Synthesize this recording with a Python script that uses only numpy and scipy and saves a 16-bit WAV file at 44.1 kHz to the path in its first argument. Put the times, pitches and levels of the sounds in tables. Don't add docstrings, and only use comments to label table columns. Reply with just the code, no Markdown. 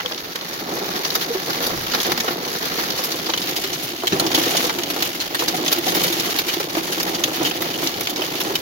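import sys
import numpy as np
from scipy import signal
from scipy.fft import rfft, irfft, next_fast_len
from scipy.io import wavfile
from scipy.ndimage import map_coordinates

SR = 44100
rng = np.random.default_rng(int(sys.argv[2]) if len(sys.argv) > 2 else 0)


def persist_wave(psi):
    counts = np.round(np.clip(psi, -1, 1) * 32767).astype(np.int16)
    wavfile.write(sys.argv[1], SR, np.atleast_2d(counts).T)


N = 379701

# time in seconds, dB over the usual downpour.
STORM = [(0.0, -5.5), (0.35, -6), (0.9, -1), (2.4, -1), (2.8, 1), (3.65, -2), (3.78, -4), (4.03, -3.5),
         (4.4, 1.5), (5.25, -2), (6.1, 3), (6.7, -1.5), (8.6, -2)]
# start in seconds, length in seconds, extra on the glass in dB, extra on the roof in dB.
GUSTS = [(0.674, 0.29, 0.5, 3), (1.02, 0.17, 1.5, -2.5), (1.466, 0.21, 2, 2.5), (1.93, 0.16, 4, 4.5),
         (2.246, 0.08, -2.5, 2.5), (2.763, 0.19, -1, 0.5), (3.395, 0.4, 2, 1), (3.764, 0.12, 2, -2),
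         (4.106, 0.18, -2, 7.5), (4.304, 0.33, 4, 5.5), (4.982, 0.11, 3, -2.5), (5.374, 0.25, 1.5, 3),
         (5.82, 0.19, 2.5, 3), (6.16, 1.05, 0.5, 0.5), (6.712, 1.83, 1, 3.5), (7.386, 0.075, 5.5, 7.5),
         (7.806, 0.053, 3, 6.5)]
GUST_ATTACK_S, GUST_RELEASE_S = 0.02, 0.074
# centre in seconds, depth in dB.
LULLS = [(0.66, 3.5), (1.28, 2), (2.23, 2), (2.4, 4.5), (4.755, 2.5), (4.82, 2), (4.885, 1), (5.13, 3),
         (5.325, 3), (5.815, 4), (6.435, 1.5), (6.67, 3), (7.2, 2), (7.59, 2), (8.135, 5), (8.59, 1.5)]
LULL_S = 0.031

RUMBLE_DB, WASH_DB, SPATTER_DB, ROOF_DB, SMALL_HAIL_DB = -46.5, -29.5, -36, -33.5, -35
RUMBLE_GROWS, SPATTER_GROWS = 0.53, 1.4
BUFFET_S, BUFFET_DB, BUFFET_RISE_S, BUFFET_FALL_S = 1.77, 18, 0.16, 0.15

# frequency in Hz, level in dB.
BOOM = [(15, -13), (45, -12), (80, -7.5), (130, -2.5), (300, -23)]
# frequency in Hz, level in dB.
WASH = [(100, -37), (500, -12), (900, -4), (1400, 7.5), (2600, 11), (3050, 12.5), (4500, 10.5), (6500, 5),
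        (9000, 3), (16000, 6.5)]
# frequency in Hz, level in dB.
SPATTER = [(2000, -9), (7000, 13.5), (12500, 13), (16000, -16)]

# frequency in Hz, width in Hz, level in dB.
ROOF_MODES = [(125, 48, -18.5), (179.6, 39.4, -6), (241.7, 45, -6), (339.4, 67.6, 0.5), (521, 98, -6),
              (696, 258, -8)]
# start in seconds, ring in dB, pitch of the struck spot in Hz, knock in dB.
ROOF_HITS = [(0.049, -28, 495, -24), (0.112, -28, 630, -22), (0.814, -23, 385, -25), (0.907, -31, 336, -24),
             (0.95, -29, 215, -28), (1.302, -17.5, 466, -21), (1.349, -14.5, 379, -17),
             (1.604, -28, 481, -18), (1.701, -24.5, 498, -20), (1.733, -18.5, 334, -19),
             (1.945, -31, 355, -19), (2.073, -30, 339, -18), (2.115, -25.5, 146, -26),
             (2.177, -32, 228, -20), (2.244, -28, 420, -16.5), (2.281, -32, 428, -17),
             (2.306, -21, 354, -15), (2.429, -29, 380, -26), (2.775, -29, 506, -28),
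             (2.99, -27.5, 507, -15), (3.29, -21, 331, -13), (3.641, -21, 388, -27), (3.755, -31, 153, -34),
             (3.795, -25, 323, -36), (3.841, -30.5, 125, -32), (3.933, -23, 343, -26),
             (4.035, -18.5, 360, -12.5), (4.215, -21, 296, -21), (4.245, -15, 322, -16),
             (4.379, -14.5, 341, -10), (4.55, -27, 362, -10.5), (4.64, -19.5, 484, -18),
             (4.786, -22, 353, -19), (4.903, -22, 312, -24), (4.964, -27, 531, -13.5),
             (5.422, -20, 500, -10), (5.538, -21, 740, -26), (5.729, -27, 630, -26), (5.781, -16, 344, -24),
             (5.868, -18, 760, -18), (6.042, -23, 514, -11.5), (6.1, -18, 338, -17),
             (6.166, -17.5, 343, -28), (6.288, -37, 398, -15), (6.35, -22, 302, -20),
             (6.601, -25, 405, -12.5), (6.769, -13, 326, -11.5), (6.974, -20, 324, -17),
             (7.281, -24, 320, -14), (7.317, -25, 323, -18), (7.4, -17, 327, -27), (7.606, -22, 333, -19),
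             (7.824, -27, 333, -15), (8.19, -20.5, 367, -16), (8.402, -29, 340, -27),
             (8.501, -20.5, 400, -15)]
# frequency in Hz, level in dB.
KNOCK = [(120, -38), (400, 3), (750, 3), (1100, -1.5), (3000, -14)]
SPOT_T60_S, KNOCK_T60_S = 0.11, 0.085
# frequency in Hz, level in dB, 60 dB decay in seconds.
THUMP_MODES = [(85, -31, 0.09), (141, -20, 0.17), (180, -13, 0.2), (269, -18, 0.13), (348, -11, 0.13),
               (400, -12, 0.1), (510, -35, 0.057)]
# start in seconds, level in dB.
THUMP_BLOWS = [(4.1212, -3.5), (4.137, -7.5)]

# start in seconds, level in dB, body in dB, ring of the pane near 3 kHz in dB,
# crispness in dB, length of the rattle's plateau in seconds.
GLASS_HITS = [(0.0015, -31, 7.5, 8, -8, 0.0085), (0.06, -24, 0, 12, -8, 0.001),
              (0.12, -27.5, 1, 10, -15, 0.0027), (0.146, -27.5, -5, 7, -16, 0.00092),
              (0.178, -26, -3, 2, -16, 0.004), (0.357, -23, 0, 5, 0, 0.004),
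              (0.4108, -28.5, 0, 6, -15, 0.002), (0.5326, -30.5, 0, -3, -2, 0.0073),
              (0.9573, -28, 0, 1, -1, 0.0075), (1.049, -22.5, 1, 5.5, -2, 0.0074),
              (1.1038, -23.5, -3, -1, -2, 0.004), (1.1526, -15.5, -1, -10, 5.5, 0.006),
              (1.2127, -26, -2, 1, 3, 0.014), (1.499, -25, -1, -13, -6, 0.011),
              (1.6243, -25.5, -4, -1, 4, 0.022), (1.666, -19.5, -10, -6, 4, 0.0044),
              (1.867, -26, 2, 1, 3, 0.0043), (1.9176, -24, -5, 0, -2, 0.0071),
              (1.936, -23.5, 2, -3, -4, 0.008), (1.9476, -17, 1.5, -4, -4, 0.0037),
              (2.002, -21, -8, 4, -6, 0.002), (2.1187, -15.5, -1, -3, 0, 0.004),
              (2.1761, -20, 1, -6, 1, 0.0046), (2.2012, -17, -3.5, -3, -2.5, 0.0067),
              (2.2792, -26, 8.5, 2, -12, 0.009), (2.3117, -29, -1, -3, 0, 0.012),
              (2.654, -26, -4, -3, 3, 0.004), (2.7844, -28.5, 4, -2, 3, 0.0097),
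              (2.8352, -22.5, 5, -9, 0, 0.0036), (2.9037, -21, -7, -3, 0, 0.004),
              (2.9799, -26.0, -6, 1, 1, 0.016), (3.0383, -24, -4, -11, 7, 0.012),
              (3.1182, -21.5, -17, -9, -4, 0.0056), (3.2601, -24.5, -15, -3, -3, 0.011),
              (3.298, -19.5, -11, -7, -12, 0.0045), (3.3366, -17.5, 0, 4, -13, 0.0044),
              (3.3755, -21.5, -8, 1, 2, 0.0038), (3.417, -24, -12, -4, -5, 0.0083),
              (3.4904, -27.5, -8, -4, 1, 0.006), (3.563, -24.5, -6, -3, 6, 0.012),
              (3.6382, -24, 1, -2, -1, 0.01), (3.731, -21.5, -11, -6, -1, 0.011),
              (3.8313, -28.5, -12, -3, 7, 0.016), (4.071, -17, -4, 0.5, 2, 0.007),
              (4.1231, -24, 7, -2, -7, 0.012), (4.1975, -12, -4, -7, 1, 0.0049),
              (4.2645, -18.5, -6, -2, -4, 0.0055), (4.3162, -18.5, -5, -4, -11, 0.004),
              (4.3467, -16, -6, 3.5, 0, 0.011), (4.5677, -14.5, -17, -7, -2, 0.0086),
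              (4.641, -19, -1, -7, -2, 0.012), (4.6939, -25.5, 8.5, -2, -6, 0.0093),
              (4.7868, -22, -4, 1, 0, 0.0049), (4.834, -21, -6, 1, -1, 0.004),
              (4.9018, -22.5, -0.5, -2, 5, 0.0076), (5.0041, -26, 1, -4, 5, 0.0045),
              (5.0233, -19.5, 1, 1, 4, 0.006), (5.052, -31, 2, 1, 13, 0.0069),
              (5.1493, -28, 1, -4, 5, 0.006), (5.2017, -23.5, -9, -3, -3, 0.012),
              (5.2201, -29.5, 0, 6, -1, 0.006), (5.346, -23, 5.5, -1, 5, 0.0082),
              (5.392, -23, -4, 2, 3, 0.012), (5.4822, -14, -11, -11, -5, 0.0064),
              (5.543, -32, 7, -7, 1, 0.011), (5.6622, -20, 0, -5, -3, 0.0044),
              (5.6793, -15.5, -8, -2, -4, 0.0055), (5.7176, -20, -1.5, 0, 3, 0.006),
              (5.726, -16, -1, -3, 6, 0.0058), (5.7844, -25.0, 1, 1, 10, 0.004),
              (5.8801, -21, -2, -4, -1, 0.012), (5.9488, -23.5, -2, -5, 9, 0.014),
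              (6.036, -21, -8, -4, 9, 0.0083), (6.0782, -21.0, -4, 0, 2, 0.0076),
              (6.1245, -22, -4, -4, 3, 0.011), (6.1976, -15.5, -12, -10, -5, 0.0043),
              (6.2474, -28, 2, -4, -8, 0.001), (6.2992, -25.5, -9, -4, -3, 0.014),
              (6.387, -17.5, -3, -4, 3, 0.0086), (6.4834, -23.5, 1, 0, 1, 0.014),
              (6.5371, -21, 1, -7, 2, 0.008), (6.599, -25, -1, -11, 4, 0.0074),
              (6.6978, -27, -8, -11, -1, 0.0049), (6.7516, -24, 4, -6, -15, 0.0026),
              (6.7803, -33, 8, 7, 5, 0.0053), (6.923, -22.5, 0, -3, 4, 0.01),
              (6.9998, -20.5, 0, -5, -1, 0.01), (7.03, -21.5, -6, -10, 8.5, 0.002),
              (7.0684, -31.5, 9, -5, 2, 0.016), (7.1463, -23, -3, -2, -10, 0.0098),
              (7.2376, -14, -2, 4.5, -3, 0.0048), (7.3338, -28, -1, -1, -1, 0.0055),
              (7.4501, -25, 0, 4, -4, 0.016), (7.5108, -26, 1, 8, -13, 0.0031),
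              (7.62, -24, 4, -8, 9, 0.0051), (7.7405, -30, 0, 7, -3, 0.0067),
              (7.841, -30, 0, -2, 12, 0.0033), (7.8724, -14.5, -17, 2, -10, 0.002),
              (8.008, -24, 1, -8, 10, 0.004), (8.0712, -18, 0, -2, -5, 0.0034),
              (8.0964, -25.5, -5, -2, 6, 0.012), (8.1599, -23.0, -2, -12, -6, 0.0078),
              (8.2192, -25.5, 6, 11, 2, 0.0046), (8.4024, -24, -0.5, -1, 5, 0.013),
              (8.45, -28, -5, -11, -12, 0.004), (8.5538, -15.5, -5, -6, -2, 0.0054)]
# frequency in Hz, level in dB.
GLASS = [(100, -17), (400, 0.5), (900, 1.5), (1500, 1.5), (2750, 4.5), (3030, 10), (3300, 6.5), (4500, 4),
         (6500, -0.5), (12500, -2.5), (16000, -4.5)]
SPOT_DB = 3.5
GLASS_T60_S, T60_PER_HOLD = 0.021, 4
SMALL_HOLD_S = 0.004
SNAP = 4

STANDING_DB = 1.2
# frequency in Hz, difference in dB.
SIDE_WINDOW = [(60, -1), (120, -4), (220, 4), (335, -3), (490, 4.5), (680, 0), (1100, 4.5), (1750, 3.5),
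               (2400, -1), (3000, -4.5), (4000, 1.5), (6000, 1.5), (8200, -8), (11000, -0.5)]
# time in seconds, facing from 0 (side window) to 1 (windscreen).
FACING = [(2.7, 0.17), (3.6, 0.81)]
# frequency in Hz, correlation from 0 to 1.
ALIKE = [(40, 0.55), (150, 0.88), (330, 0.88), (550, 0.66), (850, 0.62), (1200, 0.4), (1700, 0.29),
         (3000, 0.02)]
# frequency in Hz, lag of the left port in seconds.
PORT_LAG = [(250, 0.00018), (600, 0.00027), (1200, 0.000323)]
# frequency in Hz, level in dB.
PORTS = [(6300, 3), (7100, 1), (8000, -11.5), (9000, -6), (10500, -3.5), (12500, 0.5)]
# frequency in Hz, left minus right in dB.
LEAN = [(30, 0), (100, 0), (260, -0.9), (4500, -1.15), (9000, .4)]
CEILING = 0.85
TOP_HZ = 15880


def amp(db):
    return 10 ** (np.asarray(db) / 20)


def unit(x):
    return x / np.sqrt(np.mean(x ** 2) + 1e-20)


def along(points, hz):
    f, v = np.transpose(points)
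    return np.interp(np.log(hz + 1), np.log(f), v)


def curves(rows):
    s, *cols = np.transpose(rows)
    return [np.interp(np.arange(N) / SR, s, c) for c in cols]


def filtered(x, response):
    m = next_fast_len(N + SR // 4)
    spectrum = rfft(x, m) * response(np.fft.rfftfreq(m, 1 / SR))
    return irfft(spectrum, m)[..., :N]


def coloured(x, spectrum):
    return filtered(x, lambda hz: amp(along(spectrum, hz)))


def placed(times, sounds):
    out = np.zeros((2, N + SR))
    for s, sound in zip(times, sounds):
        out[:, max(round(s * SR), 0):][:, :sound.shape[-1]] += sound
    return out[:, :N]


def wobble(rate):
    knots = rng.standard_normal(int(N * rate / SR) + 4)
    return map_coordinates(knots, [np.arange(N) * rate / SR])


def patter(count, spread_db, t60):
    when, size = rng.random((count, 2)).T
    energy = np.bincount((when * N).astype(int), amp(spread_db * size ** 3) ** 2, N)
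    energy = signal.lfilter([1], [1, -amp(-60 / (t60 * SR)) ** 2], energy)
    return unit(np.sqrt(energy) * rng.standard_normal((2, N)))


def gusts():
    start, length, glass_db, roof_db = np.transpose(GUSTS)[:, :, None]
    t = np.arange(N) / SR - start
    attack = t / GUST_ATTACK_S
    release = 1 - (t - length) / GUST_RELEASE_S
    swell = np.clip(np.minimum(attack, release), 0, 1)
    return (glass_db * swell).max(axis=0), (roof_db * swell).max(axis=0)


def lulls():
    s, depth_db = np.transpose(LULLS)[:, :, None]
    t = np.arange(N) / SR - s
    return (depth_db * np.exp(-(t / LULL_S) ** 2)).sum(axis=0)


def rumble(storm_db):
    t = np.arange(N) / SR - BUFFET_S
    push_db = BUFFET_DB * np.exp(-np.abs(t) / np.where(t < 0, BUFFET_RISE_S, BUFFET_FALL_S))
    level_db = RUMBLE_DB + RUMBLE_GROWS * storm_db + push_db + 1.6 * wobble(11)
    return amp(level_db) * unit(coloured(rng.standard_normal((2, N)), BOOM))


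def rain(storm_db):
    drops = patter(count=6000, spread_db=10, t60=.033)
    ticks = patter(count=1500, spread_db=13, t60=.033) * amp(1.8 * wobble(16))
    wash = amp(WASH_DB + storm_db) * unit(coloured(drops, WASH))
    spatter = amp(SPATTER_DB + SPATTER_GROWS * storm_db) * unit(coloured(ticks, SPATTER))
    return wash + spatter


def roof_response(hz):
    total = 0
    for k, (centre, width, db) in enumerate(ROOF_MODES):
        damping = 1j * hz * width
        total = total + (-1) ** k * amp(db) * damping / (centre * centre - hz * hz + damping)
    return total


def roof(storm_db):
    blows = patter(count=3500, spread_db=7, t60=.05)
    drum = unit(filtered(blows, roof_response))
    s, ring_db, pitch_hz, knock_db = np.transpose(ROOF_HITS)[:, :, None, None]
    t = np.arange(SR // 5) / SR
    ring = np.sin(2 * np.pi * pitch_hz * t) * amp(-60 * t / SPOT_T60_S) * (1 - np.exp(-t / .003))
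    spots = placed(s.ravel(), amp(ring_db) * ring * [[1], [0]])
    knock_noise = rng.standard_normal((len(s), 2, len(t)))
    knocks = placed(s.ravel(), amp(knock_db - 60 * t / KNOCK_T60_S) * knock_noise)
    return amp(ROOF_DB + storm_db) * drum + spots + coloured(knocks, KNOCK)


def cracks(body_db, ring_db, crisp_db, hold_s, rise_s, tick, grit_db, size=3072):
    t, hz = np.arange(size) / SR, np.fft.rfftfreq(size, 1 / SR)
    t60 = GLASS_T60_S + T60_PER_HOLD * np.abs(hold_s)
    count = len(t60)
    decay_db = -60 * np.maximum(t - hold_s[:, None], 0) / t60[:, None]
    shape = (1 - np.exp(-t / rise_s)) * amp(decay_db)

    coarse = rng.standard_normal((count, 2, size // 24))
    grit = amp(grit_db * signal.resample(coarse, size, axis=2))
    noise = rng.standard_normal((count, 2, size)) * unit(grit)

    contact = tick * np.diff(rng.standard_normal(noise.shape), prepend=0) * np.exp(-t / .0015)
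    contact[..., size // 96] += SNAP * rng.choice([-1, 1], (count, 2))

    knots = np.geomspace(300, 16000, num=64)
    ripple = np.array([np.interp(hz, knots, row) for row in rng.standard_normal((count, len(knots)))])
    body = body_db[:, None] * along([(300, 0), (700, 1), (1800, 1), (3000, 0)], hz)
    pane = ring_db[:, None] * along([(2400, 0), (2850, 1), (3200, 1), (3700, 0)], hz)
    crisp = crisp_db[:, None] * along([(6000, 0), (11000, 1)], hz)
    colour = amp(SPOT_DB * ripple + body + pane + crisp + along(GLASS, hz))
    response = signal.resample(colour, size + 1, axis=1)[:, None]
    burst = noise * shape[:, None] + contact
    return irfft(rfft(burst, 2 * size) * response)[..., :size]


def small_hail(storm_db, count=950):
    nudge, size, body, ring, crisp, length = rng.random((count, 6)).T
    when = (np.arange(count) + 6 * (nudge - .5)).clip(0) * N / count / SR
    bursts = cracks(14 * (body - .5), 10 * (ring - .6), 18 * (crisp - .6), SMALL_HOLD_S * length,
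                    rise_s=0.0006, tick=0.2, grit_db=1.0, size=768)
    sizes = amp(6.5 * size ** 3)
    return amp(SMALL_HAIL_DB + storm_db) * unit(placed(when, bursts * sizes[:, None, None]))


def thump():
    t = np.arange(SR // 4) / SR
    attack = (1 - np.exp(-t / .002)) ** 2

    def boom():
        return sum(amp(db - 60 * t / t60) * np.sin(2 * np.pi * (hz * t + rng.random()))
                   for hz, db, t60 in THUMP_MODES)

    s, blow_db = np.transpose(THUMP_BLOWS)
    return placed(s, [amp(db) * boom() * attack * np.array([[1], [0]]) for db in blow_db])


def big_hail():
    s, db, body_db, ring_db, crisp_db, hold_s = np.transpose(GLASS_HITS)
    bursts = cracks(body_db, ring_db, crisp_db, hold_s, rise_s=0.0001, tick=0.76, grit_db=1.5)
    return placed(s, bursts * amp(db)[:, None, None])


def standing_waves(x):
    knots = np.arange(0, SR / 2, 45)
    peaks = rng.standard_normal((2, len(knots)))
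    depth = STANDING_DB * along([(400, 0), (700, 1)], knots)
    return filtered(x, lambda hz: amp(np.array([np.interp(hz, knots, depth * row) for row in peaks])))


def turning(x):
    facing = np.clip(curves(FACING)[0], 0, 1)
    return facing * x + (1 - facing) * coloured(x, SIDE_WINDOW)


def at_ports(pair):
    def blend(hz):
        turn = np.arccos(np.clip(along(ALIKE, hz), -1, 1)) / 2
        return np.array([np.cos(turn), np.sin(turn)])

    def lag(hz):
        return np.exp(np.pi * 1j * hz * along(PORT_LAG, hz) * np.array([[-1], [1]]))

    mid, side = filtered(pair, blend)
    return filtered(np.array([mid + side, mid - side]), lag)


def scene():
    storm_db, = curves(STORM)
    glass_db, roof_db = storm_db + np.array(gusts())
    glass_db = glass_db - lulls()
    drumming = roof(roof_db + 0.6 * wobble(8.7))
    patter_bed = standing_waves(rain(glass_db) + drumming + small_hail(glass_db))
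    return at_ports(turning(rumble(roof_db) + patter_bed + thump() + big_hail()))


def record(dry):
    halves = np.array([[.5], [-.5]])
    ports = filtered(dry, lambda hz: amp(along(PORTS, hz) + along(LEAN, hz) * halves))
    rounded = ports / (1 + np.abs(ports / CEILING) ** 6) ** (1 / 6)
    return filtered(rounded, lambda hz: hz < TOP_HZ)


dry = scene()
out = record(dry)
persist_wave(out)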